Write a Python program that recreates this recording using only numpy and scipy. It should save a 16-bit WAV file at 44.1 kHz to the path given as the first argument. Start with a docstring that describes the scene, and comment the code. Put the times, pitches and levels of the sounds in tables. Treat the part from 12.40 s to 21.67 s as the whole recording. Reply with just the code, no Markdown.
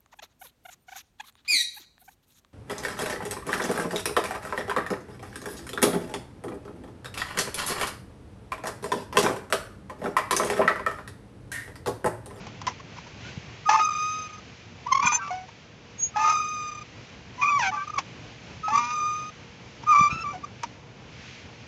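"""Two dry steel hangers of a playground swing, heard from its seat, squeal by stick-slip, each on its own pitch.
When both sing they shake one another, grind and stutter: overtone sums with modulated phase, plus coloured noise.
Between them come short slips (swelling tones with rasp), thin gliding sines and chain clicks (noise bursts).
Wind thumps (damped low tones), low rumble, hiss and a faint hum fill the open air."""
import sys
import numpy as np
from scipy import signal
from scipy.fft import rfft, irfft, next_fast_len
from scipy.io import wavfile
from scipy.ndimage import uniform_filter1d, map_coordinates

SR = 44100
rng = np.random.default_rng(int(sys.argv[2]) if len(sys.argv) > 2 else 0)


def waveform_to_disk(signal):
    """Save audio, clipped to [-1, 1], as 16-bit WAV at the path in sys.argv[1]."""
    frames = np.transpose(np.atleast_2d(signal))
    scaled = np.clip(frames, -1, 1) * 32767
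    samples = np.round(scaled).astype(np.int16)
    wavfile.write(sys.argv[1], SR, samples)


N = 408807
TOP_HZ = 8350  # band limit

# colour of scraping steel: f/Hz, relative density/dB per Hz
GRIND_SPECTRUM = [(200, -21.5), (600, -6.5), (1000, 7.5), (1500, -7.5), (2300, -3), (4000, -16), (5800, -7),
                  (7200, -19), (8300, -58)]


def amp(db):
    """Decibels to gain."""
    return 10 ** (np.asarray(db) / 20)


def unit(x):
    """x at rms 1."""
    return x / np.sqrt(np.mean(x ** 2) + 1e-20)


def along(points, hz):
    """Interpolate (f/Hz, value) points on a log frequency axis."""
    f, v = np.transpose(points)
    return np.interp(np.log(hz + 1), np.log(f + 1), v)


def curves(rows):
    """One value per sample for each column after the time."""
    s, *cols = np.transpose(rows)
    return [np.interp(np.arange(N) / SR, s, c) for c in cols]


def wobble(rate_hz):
    """Smooth random curve through rate_hz random knots a second."""
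    knots = rng.standard_normal(int(N * rate_hz / SR) + 4)
    return map_coordinates(knots, [np.arange(N) * rate_hz / SR])


def filtered(x, response):
    """x times a response of frequency."""
    m = next_fast_len(N + 8192)
    return irfft(rfft(x, m) * response(np.fft.rfftfreq(m, 1 / SR)), m)[..., :N]


def noise(spectrum):
    """Coloured noise of rms 1."""
    return unit(filtered(rng.standard_normal(N), lambda hz: amp(along(spectrum, hz))))


def overtones(phase, hz, count, flicker=lambda: 1, above=1):
    """Harmonics 2 to count under the band limit, scaled by above past the knee, before the frame colours them."""
    knee_hz = 2750
    total = 0
    for k in range(2, count + 1):
        gain = (k * hz < TOP_HZ) * np.where(k * hz > knee_hz, above, 1)
        total = total + gain * flicker() * np.cos(k * phase)
    return total


def radiated(x):
    """x through the resonances of the frame."""
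    # how well the frame radiates overtones: f/Hz, gain/dB
    frame_gain = [(200, -11), (500, -32.5), (1400, -6.5), (2400, -4), (3600, -16), (4400, -16),
                  (5050, -13.5), (5700, -12.5), (6230, -4.5), (6700, -20.5), (7200, -17), (8300, -47.5)]
    return filtered(x, lambda hz: amp(along(frame_gain, hz)))


def air():
    """Lumpy low rumble, a smoother hiss and a faint unsteady hum."""
    # open air: t/s, rumble level/dB, relative hiss level/dB
    air_levels = [(0, -43.5, -54.5), (.75, -46.5, -56), (.88, -44.5, -50.5), (1.1, -47.5, -55),
                  (3.4, -49, -59), (5.8, -45.5, -55.5), (7.1, -48, -57.5), (7.7, -45.5, -54.5),
                  (8.55, -48, -61), (8.87, -46.5, -53), (9.27, -47, -57)]
    # rumble colour: f/Hz, relative density/dB per Hz
    rumble_spectrum = [(20, -58.5), (43, -5), (80, -1.5), (115, 1.5), (326, -9.5), (470, -12), (950, -15),
                       (1700, -22.5), (3000, -65)]
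    # hiss colour: f/Hz, relative density/dB per Hz
    hiss_spectrum = [(500, -13.5), (1500, 7), (2380, 13), (3110, 9), (3680, 5.5), (6430, 1.5), (7400, -8.5),
                     (8300, -34)]
    # hum partials: mean f/Hz, relative level/dB
    hum_partials = [(118.4, -63), (473.7, -62)]
    rumble_db, hiss_db = curves(air_levels)
    t = np.arange(N) / SR
    hum = 0
    for hz, db in hum_partials:
        level = amp(db + 2.0 + 0.72 * wobble(10))
        hum = hum + level * np.sin(2 * np.pi * hz * t + 1.7 * wobble(8))
    rumble = amp(rumble_db + 1.4 * wobble(12)) * noise(rumble_spectrum)
    hiss = amp(hiss_db + 5.5 + wobble(9)) * noise(hiss_spectrum)
    return hum + rumble + hiss


def clicks():
    """Chain links knock together: exponentially decaying bursts of noise."""
    # clicks: t/s, onset level/dB, t60/s
    click_rows = [(0.068, -36.5, 0.07), (0.216, -30.5, 0.035), (0.268, -24, 0.13), (5.585, -20.5, 0.068),
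                  (8.234, -26.5, 0.061)]
    envelope, t = np.zeros(N + SR), np.arange(SR // 16) / SR
    for s, db, t60_s in click_rows:
        envelope[round(s * SR):][:len(t)] += amp(db - 60 * t / t60_s)
    return envelope[:N] * noise(GRIND_SPECTRUM)


def slips():
    """Each slip is a squeal of a dozen cycles that swells and breaks off, its treble rasping as it lets go."""
    # single slips: peak t/s, peak level/dB, f/Hz
    slip_rows = [(0.281, -17, 1007), (0.405, -41, 1106), (0.572, -41, 1028), (0.587, -35, 1012),
                 (0.675, -40, 973), (1.343, -18, 1040), (1.357, -16.5, 1085), (2.471, -22, 984),
                 (2.527, -9.5, 1055), (2.555, -13, 1100), (2.576, -15.5, 1090), (2.6, -15, 1090),
                 (2.628, -17, 1163), (2.662, -18.5, 1055), (2.68, -20, 1013), (3.091, -40.5, 923),
                 (5.48, -28, 1217), (5.503, -26.5, 1233), (5.543, -27, 1220), (5.564, -27, 1180),
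                 (5.584, -16.5, 1121), (6.337, -18.5, 1146), (6.358, -12.5, 1164), (6.38, -10, 1181),
                 (6.393, -20.5, 1166), (7.439, -38, 920), (8.045, -26.5, 1180), (8.242, -24.5, 952)]
    lead_s, typical_s, mean_rise = .02, .006, .012  # rise is a share of pitch
    fall_share, treble_lag_s = 0.69, 0.0033  # fall time over rise time; delay of the treble peak
    low, high = np.zeros(N + SR), np.zeros(N + SR)
    t = np.arange(SR // 16) / SR - lead_s
    scrape = noise(GRIND_SPECTRUM)
    shiver_rad = .25 * wobble(300)

    def swell(t, rise_s):
        """Squared sech, steeper after its peak."""
        return 1 / np.cosh(t / (rise_s * np.where(t > 0, fall_share, 1))) ** 2

    for (s, db, hz), (bite, longer, rise) in zip(slip_rows, rng.standard_normal((len(slip_rows), 3))):
        i = round((s - lead_s) * SR)
        here = slice(i, i + len(t))
        rise_s = typical_s * amp(longer)
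        climb = mean_rise * (1 + rise) * np.tanh(t / typical_s)
        phase = 2 * np.pi * hz * np.cumsum(1 + climb) / SR
        rasp = .08 + .5 * (db < -33)  # faint slips scrape more
        low[here] += amp(db) * swell(t, rise_s) * (np.cos(phase) + rasp * scrape[here])
        upper = overtones(phase + shiver_rad[here], hz, count=6)
        high[here] += amp(db - 12.0 + 2.8 * bite) * swell(t - treble_lag_s, rise_s) * upper
    return low[:N] + radiated(high[:N])


def whistles():
    """Thin gliding sines, wavering in level: high partials ringing out of the squeals, and lone chirps, perhaps birds."""
    # whistles: t/s, length/s, from f/Hz, to f/Hz, relative level/dB
    whistle_rows = [(0.835, 0.077, 1400, 1550, -51), (2.472, 0.07, 1150, 1150, -34),
                    (2.655, .017, 6240, 6220, -28), (2.655, .038, 7170, 7150, -36),
                    (2.673, .02, 6210, 6190, -29), (2.717, 0.064, 6160, 6270, -24),
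                    (2.72, .065, 7100, 7130, -33), (2.779, 0.07, 1570, 1550, -40.5),
                    (3.555, 0.19, 6560, 6720, -26), (5.012, 0.039, 2490, 2390, -28.5),
                    (5.052, 0.063, 2410, 2530, -30), (5.359, 0.091, 1550, 1580, -39),
                    (7.697, 0.035, 2380, 2480, -30.5)]
    out, waver = np.zeros(N + SR), amp(3.5 * wobble(110))
    for s, length_s, from_hz, to_hz, db in whistle_rows:
        count = round(length_s * SR)
        u = np.arange(count) / count
        phase = 2 * np.pi * np.cumsum(from_hz + (to_hz - from_hz) * u) / SR
        sharpness = 1 + 5.5 * (length_s > .1)  # a long one rises to a sharp peak
        swell = np.sin(np.pi * u ** 0.82) ** sharpness
        out[round(s * SR):][:count] += amp(db + 4.0) * swell * np.sin(phase)
    return out[:N] * waver


def thumps():
    """Eddies press on the microphone: quickly damped low tones of random sign."""
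    # wind thumps: t/s, relative level/dB
    thump_rows = [(0.975, -26.5), (2.65, -28.5), (7.593, -33), (7.61, -22.5), (7.727, -24.5), (7.76, -32)]
    typical_hz, t60_s, attack_s = 140, .03, .002
    out, t = np.zeros(N + SR), np.arange(SR // 16) / SR
    for (s, db), (spread, sign) in zip(thump_rows, rng.standard_normal((len(thump_rows), 2))):
        tone = np.sin(2 * np.pi * typical_hz * amp(1.8 * spread) * t)
        push = tone * amp(-60 * t / t60_s) * (1 - np.exp(-t / attack_s))
        out[round(s * SR):][:len(t)] += 3.4 * amp(db) * np.sign(sign) * push
    return out[:N]


def sliding(spans, size):
    """A gate open inside (from s, to s) spans, edges size samples long, and the time since it opened."""
    t = np.arange(N) / SR
    inside = [(t >= a) & (t < b) for a, b in spans]
    age_s = sum(on * (t - a) for on, (a, b) in zip(inside, spans))
    return uniform_filter1d((sum(inside) > 0) * 1., size=size), age_s


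def first():
    """First hanger's squeals swell in on drawn curves: pitch, level, overtone level, gate and age."""
    # one curve a squeal, rows of: t/s, f/Hz, rms level/dB
    squeals = [
        [(1.259, 1238, -23), (1.365, 1241, -21.5), (1.38, 1227, -51.5), (1.397, 1248, -18.5), (1.43, 1244, -22),
         (1.54, 1231, -29), (1.635, 1240, -27), (1.8, 1256, -34.5), (1.88, 1239, -42.5), (1.996, 1245, -44)],
        [(2.6, 1118, -32), (2.63, 1184, -23.5), (2.66, 1218, -33), (2.705, 1209, -24), (2.73, 1234, -37.5),
         (2.785, 1251, -44.5)],
        [(2.806, 1346, -31), (2.89, 1339, -48)],
        [(3.74, 1256, -42), (3.77, 1276, -31.5), (3.815, 1213, -25.5), (3.84, 1245, -18.5), (3.93, 1232, -21),
         (4.07, 1239, -32), (4.299, 1220, -35), (4.43, 1215, -41)],
        [(5.018, 1111, -19.5), (5.07, 1182, -22.5), (5.175, 1134, -19.5), (5.2, 982.7, -35.5),
         (5.232, 801.3, -31), (5.305, 747, -27.5)],
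        [(5.323, 1172, -27.5), (5.425, 1163, -31), (5.45, 1201, -40)],
        [(6.234, 1273, -27), (6.307, 1281, -29.5)],
        [(6.315, 1153, -31), (6.345, 1143, -23.5), (6.39, 1197, -26), (6.43, 1193, -28.5), (6.47, 1215, -35.5),
         (6.525, 1221, -28.5), (6.66, 1217, -25), (6.902, 1243, -40.5)],
        [(7.466, 1221, -27), (7.482, 1212, -18), (7.51, 1229, -14.5), (7.55, 1161, -14), (7.64, 1178, -16),
         (7.672, 1169, -18), (7.69, 1195, -35.5)],
        [(7.7, 1313, -34), (7.835, 1330, -37)],
        [(7.838, 1212, -28.5), (7.865, 1159, -26.5), (7.9, 1165, -31.5), (7.939, 1148, -43)],
    ]
    # one value a squeal: overtone brightness/dB, before thinning and growth
    squeal_bright_db = [-6.5, 2, -7, -6, -2, -10, -7.5, -10.5, -2.5, 5.5, -3]
    attack_s = 0.0077
    rows = [(*row, bright) for squeal, bright in zip(squeals, squeal_bright_db) for row in squeal]
    hz, db, bright_db = curves(rows)
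    gate, age_s = sliding([(squeal[0][0], squeal[-1][0]) for squeal in squeals], size=520)
    swell = np.where(age_s > 0, 1 - 0.5 * np.exp(-age_s / attack_s), .5)
    return hz, db, bright_db, gate * uniform_filter1d(swell, size=300), age_s


def second():
    """Second hanger: each squeal eases into its last pitch while its level slides, then dies away."""
    # one row a squeal: t/s, length/s, from f/Hz, to f/Hz, first rms level/dB, last rms level/dB
    squeals = [(1.29, .108, 844.3, 884.3, -15.5, -24), (2.628, 0.062, 987, 955, -22, -35.5),
               (2.721, .07, 971.6, 952.7, -23.5, -37.5), (2.795, .106, 1135, 1163, -39, -33.5),
               (2.906, .137, 723.3, 748.6, -26.5, -46), (3.76, .155, 825.7, 895.2, -22, -29.5),
               (4.98, 0.043, 989.6, 1006, -41.5, -27), (5.192, 0.083, 967.4, 950, -24, -39),
               (5.314, 0.054, 889.6, 840, -32.5, -39.5), (6.282, 0.0093, 823, 831, -21.5, -25),
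               (6.303, 0.069, 831.7, 911.4, -26, -33), (6.385, 0.14, 947, 961, -29, -41),
               (7.694, 0.041, 1170, 1200, -29, -37.5), (7.931, 0.029, 798, 735, -38, -35)]
    settle_power, release_s = 2.6, 0.013
    u = np.append(np.linspace(0, 1, num=12), 1)
    tail_s = np.append(np.zeros(12), .004)  # the last pitch holds into the release
    rows = []
    for s, length_s, from_hz, to_hz, first_db, last_db in squeals:
        pitch_hz = to_hz + (from_hz - to_hz) * (1 - u) ** settle_power
        level_db = first_db + (last_db - first_db) * u
        rows.append(np.transpose([s + length_s * u + tail_s, pitch_hz, level_db]))
    hz, db = curves(np.concatenate(rows))
    gate, _ = sliding([(s, s + length_s) for s, length_s, *_ in squeals], size=90)
    keep = np.exp(-1 / (release_s * SR))
    release = signal.lfilter([1 - keep], [1, -keep], gate)
    return hz, amp(db) * np.maximum(gate, release)


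def falters(db_a):
    """Gain of the first hanger, dipping each time it sticks for an instant in mid-squeal."""
    # sticks: t/s, dip/dB
    sticks = [(1.485, 13), (1.502, 20), (1.528, 10), (1.548, 14), (1.581, 9), (1.886, 21), (1.92, 14),
              (1.974, 26), (4.31, 14), (4.343, 17), (4.369, 10), (4.403, 25), (5.362, 12), (7.545, 16)]
    strong_s, faint_s = 0.0027, 0.0062  # dip half-length in a strong and in a faint squeal
    t, dip_db = np.arange(N) / SR, np.zeros(N)
    for s, db in sticks:
        i = round(s * SR)
        near = slice(i - SR // 20, i + SR // 20)
        width_s = faint_s if db_a[i] < -35 else strong_s
        dip_db[near] -= db * np.exp(-((t[near] - s) / width_s) ** 2)
    return amp(dip_db)


def roughness(db_a, age_s, gain_b, back):
    """How unevenly the steel slides, 0-1: more on the return, and while the bar shakes."""
    # a loud return squeal catches and runs unevenly: from t/s, to t/s
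    catches = [(5.018, 5.11), (7.535, 7.6)]
    calm, back_rough, shake_rough, catch_rough = .07, .29, .5, .35
    faint_rough_per_db, shake_s = .015, .15
    lag = round(shake_s * SR)
    # the bar still shakes after a loud second hanger
    shaking = np.roll(uniform_filter1d(np.tanh(gain_b / amp(-28)), size=lag), lag)
    faint = (age_s > 0) * faint_rough_per_db * np.clip(-18 - db_a, 0, None)
    returning = back_rough + faint + catch_rough * sliding(catches, size=1)[0]
    outward = calm + shake_rough * shaking
    return np.clip(uniform_filter1d(np.where(back, returning, outward), size=1500), 0, .9)


def hangers():
    """Two stick-slip squeals, coupled through the top bar, with the grinding that goes with them."""
    swing_s, back_from_s, back_s = 2.5, 2.4, 1  # full swing; phase and length of the return stroke
    bloom_db, bloom_s = 13.5, 0.1  # overtones start this much weaker and grow in
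    hold_s, thins_db_per_db = 0.054, 0.3  # overtones sound on through short dips; fewer when louder
    dulls_below_db = -41  # a fading outward squeal loses its overtones
    close_hz, close_bright_db = 290, 9  # near pitches beat and sharpen the first hanger
    hz_a, db_a, bright_db, gate, age_s = first()
    hz_b, gain_b = second()
    gain_a = amp(db_a) * gate * falters(db_a)
    back = (np.arange(N) / SR - back_from_s) % swing_s < back_s

    both = np.tanh(gain_b / amp(-39.5)) * gate
    close = both * uniform_filter1d((np.abs(hz_a - hz_b) < close_hz) * 1., size=900)
    held_db = uniform_filter1d(db_a, size=round(hold_s * SR))
    over_db = bright_db - thins_db_per_db * (held_db + 29.0) + held_db - db_a
    over_db = over_db - bloom_db * np.exp(-age_s / bloom_s)
    over_db = over_db - 2 * ~back * np.clip(dulls_below_db - held_db, 0, None)
    over_db = over_db + close_bright_db * close

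    stutter = roughness(db_a, age_s, gain_b, back)
    unsettled = both * (.15 + .5 * np.tanh(gain_b / amp(-22)))  # the second hanger unsettles the slide
    rough = np.clip(stutter + unsettled - .3 * close, 0, 1)
    # the chain tugs at the hooks, twice as fast on the return
    tug_hz = 48 * (1 + back) * amp(4 * wobble(30))
    beat = np.cos(2 * np.pi * np.cumsum(tug_hz) / SR)

    def throb():
        """Uneven level of a rough slide."""
        tug = .4 * (stutter * (1 - both) + .3 * both) * beat
        return np.abs(1 - .25 * rough + tug + .42 * rough * wobble(210))

    def unsteady(hz):
        """Phase of a pitch that jitters with roughness."""
        jitter = .002 * wobble(25) + .021 * rough * wobble(260)
        return 2 * np.pi * np.cumsum(hz * (1 + jitter)) / SR

    def flicker():
        """Each overtone comes and goes on its own."""
        return amp((2.5 + 2.5 * rough) * wobble(110))

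    phase_a, phase_b = unsteady(hz_a), unsteady(hz_b)
    rocked = phase_a + (.25 * both + .2 * close) * np.sin(phase_b)
    size_a, size_b = np.sqrt(2) * gain_a * throb(), np.sqrt(2) * gain_b * throb()
    upper_a = amp(over_db) * overtones(rocked, hz_a, count=9, flicker=flicker, above=amp(-7 * back))
    upper_a = upper_a + np.cos(rocked) - np.cos(phase_a)  # sum and difference tones of the two
    upper_b = amp(-10.5) * overtones(phase_b, hz_b, count=10, flicker=flicker, above=amp(-6))
    upper = radiated(np.sqrt(2) * gain_a * upper_a + size_b * upper_b)
    low_difference = amp(-12.5) * close * np.minimum(size_a, size_b) * np.cos(phase_a - phase_b)
    grit_gain = rough * (amp(-20) * gain_a + amp(-9) * gain_b)
    grit = grit_gain * amp(3.5 * wobble(150)) * noise(GRIND_SPECTRUM)
    fundamentals = size_a * np.cos(phase_a) + size_b * np.cos(phase_b)
    return fundamentals + upper + grit + low_difference


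def scene():
    """The swing in the open air, one channel."""
    return (air() + clicks() + slips() + whistles() + thumps() + hangers())[None]


def record(dry):
    """The phone drops the deepest bass and all above the band limit, then adds its own faint noise."""
    heard = filtered(dry, lambda hz: (hz < TOP_HZ) / (1 + (48 / (hz + 1)) ** 4))
    return heard + amp(-99) * rng.standard_normal(dry.shape)


dry = scene()
out = record(dry)
waveform_to_disk(out)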